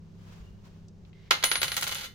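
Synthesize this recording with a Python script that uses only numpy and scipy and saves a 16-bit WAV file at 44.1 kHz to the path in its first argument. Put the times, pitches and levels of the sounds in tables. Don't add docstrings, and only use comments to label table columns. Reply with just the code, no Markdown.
import sys
import numpy as np
from scipy import signal
from scipy.fft import rfft, irfft, next_fast_len
from scipy.io import wavfile
from scipy.ndimage import map_coordinates

SR = 44100
rng = np.random.default_rng(int(sys.argv[2]) if len(sys.argv) > 2 else 0)


def unload_wav(signal):
    wavfile.write(
        sys.argv[1],
        SR,
        np.round(np.clip(np.atleast_2d(signal).T, -1, 1) * 32767).astype(np.int16),
    )


N = 94594


def amp(db):
    return 10 ** (np.asarray(db) / 20)


def unit(x):
    return x / np.sqrt(np.mean(x ** 2) + 1e-20)


def along(points, hz):
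    f, v = np.transpose(points)
    return np.interp(np.log(hz + 1), np.log(f + 1), v)


def level(points):
    return amp(np.interp(np.arange(N) / SR, *np.transpose(points)))


def wobble(rate, count=N):
    knots = rng.standard_normal(int(count * rate / SR) + 4)
    return map_coordinates(knots, [np.arange(count) * rate / SR])


def fade(t, t60):
    return amp(-60 * t / t60)


DULL_HZ = 2230


def colour(x, points, bass_db=0):
    n = x.shape[-1]
    m = 2 ** int(np.ceil(np.log2(n)) + 1)
    hz = np.fft.rfftfreq(m, 1 / SR)
    shelf = amp(bass_db / (1 + (hz / DULL_HZ) ** 2))
    gain = unit(amp(along(points, hz))) * shelf
    cepstrum = irfft(np.log(gain + 1e-6))
    cepstrum[1:m // 2] *= 2
    cepstrum[m // 2 + 1:] = 0
    return irfft(rfft(x, m) * np.exp(rfft(cepstrum)))[..., :n]


def add(out, s, sound):
    part = out[:, round(s * SR):][:, :sound.shape[-1]]
    part += sound[..., :part.shape[1]]


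def noise(points, width):
    mid, side = colour(rng.standard_normal((2, N)), points)
    return unit(np.array([mid + width * side, mid - width * side]))


WANDER_HZ, WANDER_RAD, FLUTTER_DB = 45, .55, 3


def waver(count):
    common = wobble(WANDER_HZ, count)
    own = np.array([wobble(WANDER_HZ, count), wobble(WANDER_HZ, count)])
    return WANDER_RAD * (common + .5 * own), amp(FLUTTER_DB * own)


def ring(modes, t, spread, scatter_db=2):
    out = np.zeros((2, len(t)))
    drift, flutter = waver(len(t))
    for hz, db, t60 in modes:
        phase = rng.uniform(0, 2 * np.pi) + spread * rng.standard_normal((2, 1)) + drift
        gain = amp(db + scatter_db * rng.standard_normal((2, 1)))
        out += gain * fade(t, t60) * np.sin(2 * np.pi * hz * t + phase)
    onset = 1 - fade(t, 0.0023)
    return out * flutter * onset


MONO_BELOW_HZ = 540


def narrow_bass(x):
    mid, side = (x[0] + x[1]) / 2, (x[0] - x[1]) / 2
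    high_pass = signal.butter(2, MONO_BELOW_HZ, "high", fs=SR, output="sos")
    side = signal.sosfilt(high_pass, side)
    return np.array([mid + side, mid - side])


# (frequency [Hz], relative level [dB])
AIR_COLOUR = [(25, -1.5), (55, -0.5), (110, -1), (200, -3.5), (290, -14), (400, -12), (700, -24),
              (2000, -37.5), (6500, -38.5), (9000, -55), (16000, -58)]
AIR_DB = -53.5


def room_air():
    return amp(AIR_DB) * noise(AIR_COLOUR, width=0.51)


# (frequency [Hz], relative level [dB])
HUM_TONES = [(99, -57.5), (166, -54.5), (199, -61.5), (382, -73)]
# (time [s], level [dB])
HUM_SWELL = [(0, 1), (.35, 2), (1.05, -0.5), (1.22, -4), (2.14, -7.5)]


def hum():
    t = np.arange(N) / SR
    tones = np.zeros(N)
    for hz, db in HUM_TONES:
        gain = np.sqrt(2) * amp(db + 1.63 * wobble(8.77))
        tones += gain * np.sin(2 * np.pi * hz * t + .5 * wobble(8.98))
    return level(HUM_SWELL) * tones


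# (frequency [Hz], relative level [dB])
RUMBLE_COLOUR = [(25, -12), (55, 3), (100, -1.5), (160, 0), (300, -22), (800, -54)]
# (time [s], level [dB])
RUMBLE_COURSE = [(0, -75), (.25, -58), (.55, -55.5), (.68, -74), (1.3, -69), (1.65, -52.5), (1.93, -51.5),
                 (2.14, -61)]


def rumble():
    return level(RUMBLE_COURSE) * noise(RUMBLE_COLOUR, width=0.25)


# (frequency [Hz], relative level [dB])
RUSTLE_COLOUR = [(150, 2), (400, -3), (1000, 0), (2000, -6), (3000, -6.5), (6500, -13), (9500, -23.5),
                 (15500, -24)]
# (time [s], level [dB])
RUSTLE_STROKES = [(0, -73.5), (.15, -69), (.22, -63), (.32, -57.5), (.42, -61), (.56, -70), (.63, -68.5),
                  (.655, -58.5), (.71, -65), (.79, -66), (.92, -78.5), (1.1, -66.5)]
# (time [s], level [dB])
RUSTLE_QUIET = [(1.1, -77)]
RUSTLE_GRAIN_DB = 1


def rustle():
    strokes = level(list(RUSTLE_STROKES) + list(RUSTLE_QUIET))
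    grain = amp(RUSTLE_GRAIN_DB * wobble(90.4))
    return strokes * grain * noise(RUSTLE_COLOUR, width=0.99)


# (time [s], level [dB])
BRUSH_STROKE = [(1.12, -100), (1.15, -69), (1.28, -62.5), (1.36, -100)]
# (frequency [Hz], relative level [dB])
BRUSH_COLOUR = [(600, -14), (1600, -6), (2100, 2), (2500, -5), (3400, -3), (6000, -14), (9000, -29)]


def brushing():
    return level(BRUSH_STROKE) * noise(BRUSH_COLOUR, width=0.67)


# (time [s], level [dB])
BUMP_HITS = [(0.404, -35.5), (0.504, -40), (1.029, -43)]
BUMP_HZ, BUMP_T60_S = 56.3, 0.19


def bumps(out, t):
    for s, db in BUMP_HITS:
        envelope = fade(t, BUMP_T60_S) * (1 - fade(t, .03))
        add(out, s, amp(db) * envelope * np.sin(2 * np.pi * BUMP_HZ * t))


# (time [s], level [dB], centre frequency [Hz])
TICK_HITS = [(0.883, -56.5, 5070), (1.05, -59, 3000), (1.13, -58, 2800)]
TICK_T60_S, TICK_FAR_DB = .04, -45


def ticks(out, t):
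    for s, db, hz in TICK_HITS:
        band = [(hz / 4, TICK_FAR_DB), (hz / 2, -18), (hz, 0), (hz * 1.52, -8), (hz * 3, TICK_FAR_DB)]
        burst_noise = fade(t, TICK_T60_S) * rng.standard_normal((2, len(t)))
        add(out, s, amp(db) * colour(burst_noise, band))


# (time [s], mean level [dB], frequency [Hz], t60 [s])
THIN_RINGS = [(.425, -65, 2850, .6), (.648, -63, 1010, .15), (1.13, -72, 2090, .8)]


def thin_rings(out, t):
    for s, db, hz, t60 in THIN_RINGS:
        add(out, s, ring([(hz, db, t60)], t, spread=0.42) * wobble(160, len(t)))


def movement():
    out = rustle() + rumble() + brushing()
    t = np.arange(SR // 2) / SR
    bumps(out, t)
    ticks(out, t)
    thin_rings(out, t)
    return out


SNAP_SHARE, SNAP_LAG_S = 0.33, .0003
SAME_SHARE = .65
EARLY_DB, EARLY_T60_S = -7.5, 0.12


def burst(t, paths, hold, t60, room_db, room_t60):
    direct = fade(np.maximum(t - hold, 0), t60)
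    early = amp(EARLY_DB) * fade(t, EARLY_T60_S)
    room = amp(room_db) * fade(t, room_t60)
    envelope = np.sqrt(direct ** 2 + early ** 2 + room ** 2)
    fresh = rng.standard_normal(paths.shape)
    out = envelope * (np.sqrt(SAME_SHARE) * paths + np.sqrt(1 - SAME_SHARE) * fresh)
    snap = SNAP_SHARE * np.linalg.norm(direct)
    out[[0, 1], [round(SNAP_LAG_S * SR), 0]] += snap
    return out


# (frequency [Hz], relative level [dB])
KNOCK_COLOUR = [(100, -36), (280, -11.5), (410, -9.5), (530, -5.5), (650, -6), (1000, -3), (1350, -1),
                (2000, -2.5), (2900, -1.5), (4100, -0.5), (5000, -6.5), (5600, -13), (6400, -7),
                (7400, -19.5), (9000, -29.5), (11000, -16.5), (16000, -39)]
HARD_DB, DULL_DB_PER_DB = -10.5, 0.3148


def board_knock(t, paths, knock_db):
    bass_db = DULL_DB_PER_DB * (knock_db - HARD_DB)
    thud = burst(t, paths, hold=0.0016, t60=0.025, room_db=-11, room_t60=0.27)
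    return colour(thud, KNOCK_COLOUR, bass_db)


# (frequency [Hz], mean relative level [dB], t60 [s])
BOARD_MODES = [(537.3, -2.5, 0.14), (828, -3, .15), (1059, -3, 0.17), (1363, 0, 0.17), (1419, -3, 0.34),
               (1660, -7.5, 0.25), (1925, 0, 0.21), (2096, 1, 0.25), (2390, -7, 0.069), (2570, -5, .15),
               (2974, 3, 0.26), (3524, 0, 0.24), (4150, -3, 0.38), (4770, -11, 0.12)]
BOARD_DB = -13.5


def board_ring(t):
    return amp(BOARD_DB) * ring(BOARD_MODES, t, spread=1.17) / np.sqrt(len(BOARD_MODES) / 2)


# (frequency [Hz], relative level [dB])
CLICK_COLOUR = [(1000, -37), (4500, -3.5), (6500, 5.5), (9000, -0.5), (11000, 1.5), (13000, 0.5),
                (15500, 0), (16600, -29)]


def rim_click(t, paths):
    tap = burst(t, paths[:, ::-1], hold=0.00064, t60=0.015, room_db=-15, room_t60=0.26)
    return colour(tap, CLICK_COLOUR)


# (frequency [Hz], mean relative level [dB], t60 before the settling damping [s])
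COIN_MODES = [(10402, -0.5, 0.75), (11270, -12.5, 0.77)]
TUMBLE_HZ, TUMBLE_DEPTH = 25.7, 0.41
FLAT_DAMP_DB_PER_S = 450


def coin_ring(t, flat):
    tumble = 1 - TUMBLE_DEPTH * np.cos(2 * np.pi * TUMBLE_HZ * t)
    return ring(COIN_MODES, t, spread=0.27) * tumble * amp(-FLAT_DAMP_DB_PER_S * flat * t)


SPIN_START_S, SPIN_STOP_S, SPIN_GAP_S, SPIN_SHRINK = 1.959, 2.059, .0085, 0.95
SPIN_KNOCK_DB, SPIN_CLICK_DB, SPIN_RING_DB = -32.5, -40.5, -64
SPIN_FADE_DB, SPIN_SCATTER_DB = 3.5, 2.5


def spin():
    rows, s, gap = [], SPIN_START_S, SPIN_GAP_S
    for luck in rng.standard_normal(40):
        if s < SPIN_STOP_S:
            progress = (s - SPIN_START_S) / (SPIN_STOP_S - SPIN_START_S)
            db = SPIN_SCATTER_DB * luck - SPIN_FADE_DB * progress
            rows.append((s, SPIN_KNOCK_DB + db, SPIN_CLICK_DB + db, SPIN_RING_DB + db))
        s += gap
        gap *= SPIN_SHRINK
    return rows


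# (time [s], board knock level [dB], rim click level [dB], coin ring level [dB])
COIN_CONTACTS = [(1.3075, -20, -30, -55), (1.3098, -8.5, -33, -51), (1.4268, -24.5, -54, -66),
                 (1.4375, -14.5, -39, -26.5), (1.4405, -16, -15.5, -28), (1.5152, -15, -26.5, -31.5),
                 (1.5556, -17.5, -37, -37), (1.6171, -19, -26, -57), (1.6301, -17, -20.5, -60),
                 (1.644, -24, -44, -53), (1.6802, -23.5, -32.5, -35), (1.7179, -22.5, -31, -64),
                 (1.7423, -29, -33, -60), (1.7667, -22, -23, -58), (1.772, -24.5, -29, -57),
                 (1.778, -24, -26.5, -46), (1.8115, -30.5, -26.5, -36), (1.8241, -23.5, -36, -45),
                 (1.8295, -23.5, -24.5, -57), (1.8402, -27.5, -29, -54), (1.8675, -27, -37, -50),
                 (1.8745, -23.5, -33, -51), (1.8792, -30.5, -27, -63), (1.892, -27, -36, -63),
                 (1.912, -30, -35, -63), (1.917, -26, -43, -47), (1.923, -24.5, -31, -62),
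                 (1.9305, -33, -42, -70), (1.9468, -36, -29, -62), (1.9535, -27, -44, -37)]
BALANCE_DB = -.5


def coin():
    out, t = np.zeros((2, N)), np.arange(2 ** 14) / SR
    paths = rng.standard_normal((2, len(t)))
    first_s = COIN_CONTACTS[0][0]
    for s, knock_db, click_db, ring_db in list(COIN_CONTACTS) + spin():
        flat = ((s - first_s) / (SPIN_STOP_S - first_s)) ** 4
        wood = amp(knock_db) * (board_knock(t, paths, knock_db) + board_ring(t))
        click = amp(click_db) * rim_click(t, paths)
        metal = amp(ring_db) * coin_ring(t, flat)
        add(out, s, wood + click + metal)
    return narrow_bass(out) * amp([[BALANCE_DB], [-BALANCE_DB]])


def scene():
    return room_air() + hum() + movement() + amp(-3.5) * coin()


TOP_HZ = 16400


def record(dry):
    m = next_fast_len(N + SR // 2)
    hz = np.fft.rfftfreq(m, 1 / SR)
    low_pass = 1 / np.sqrt(1 + (hz / TOP_HZ) ** 160)
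    return irfft(rfft(dry, m) * low_pass, m)[:, :N]


dry = scene()
out = record(dry)
unload_wav(out)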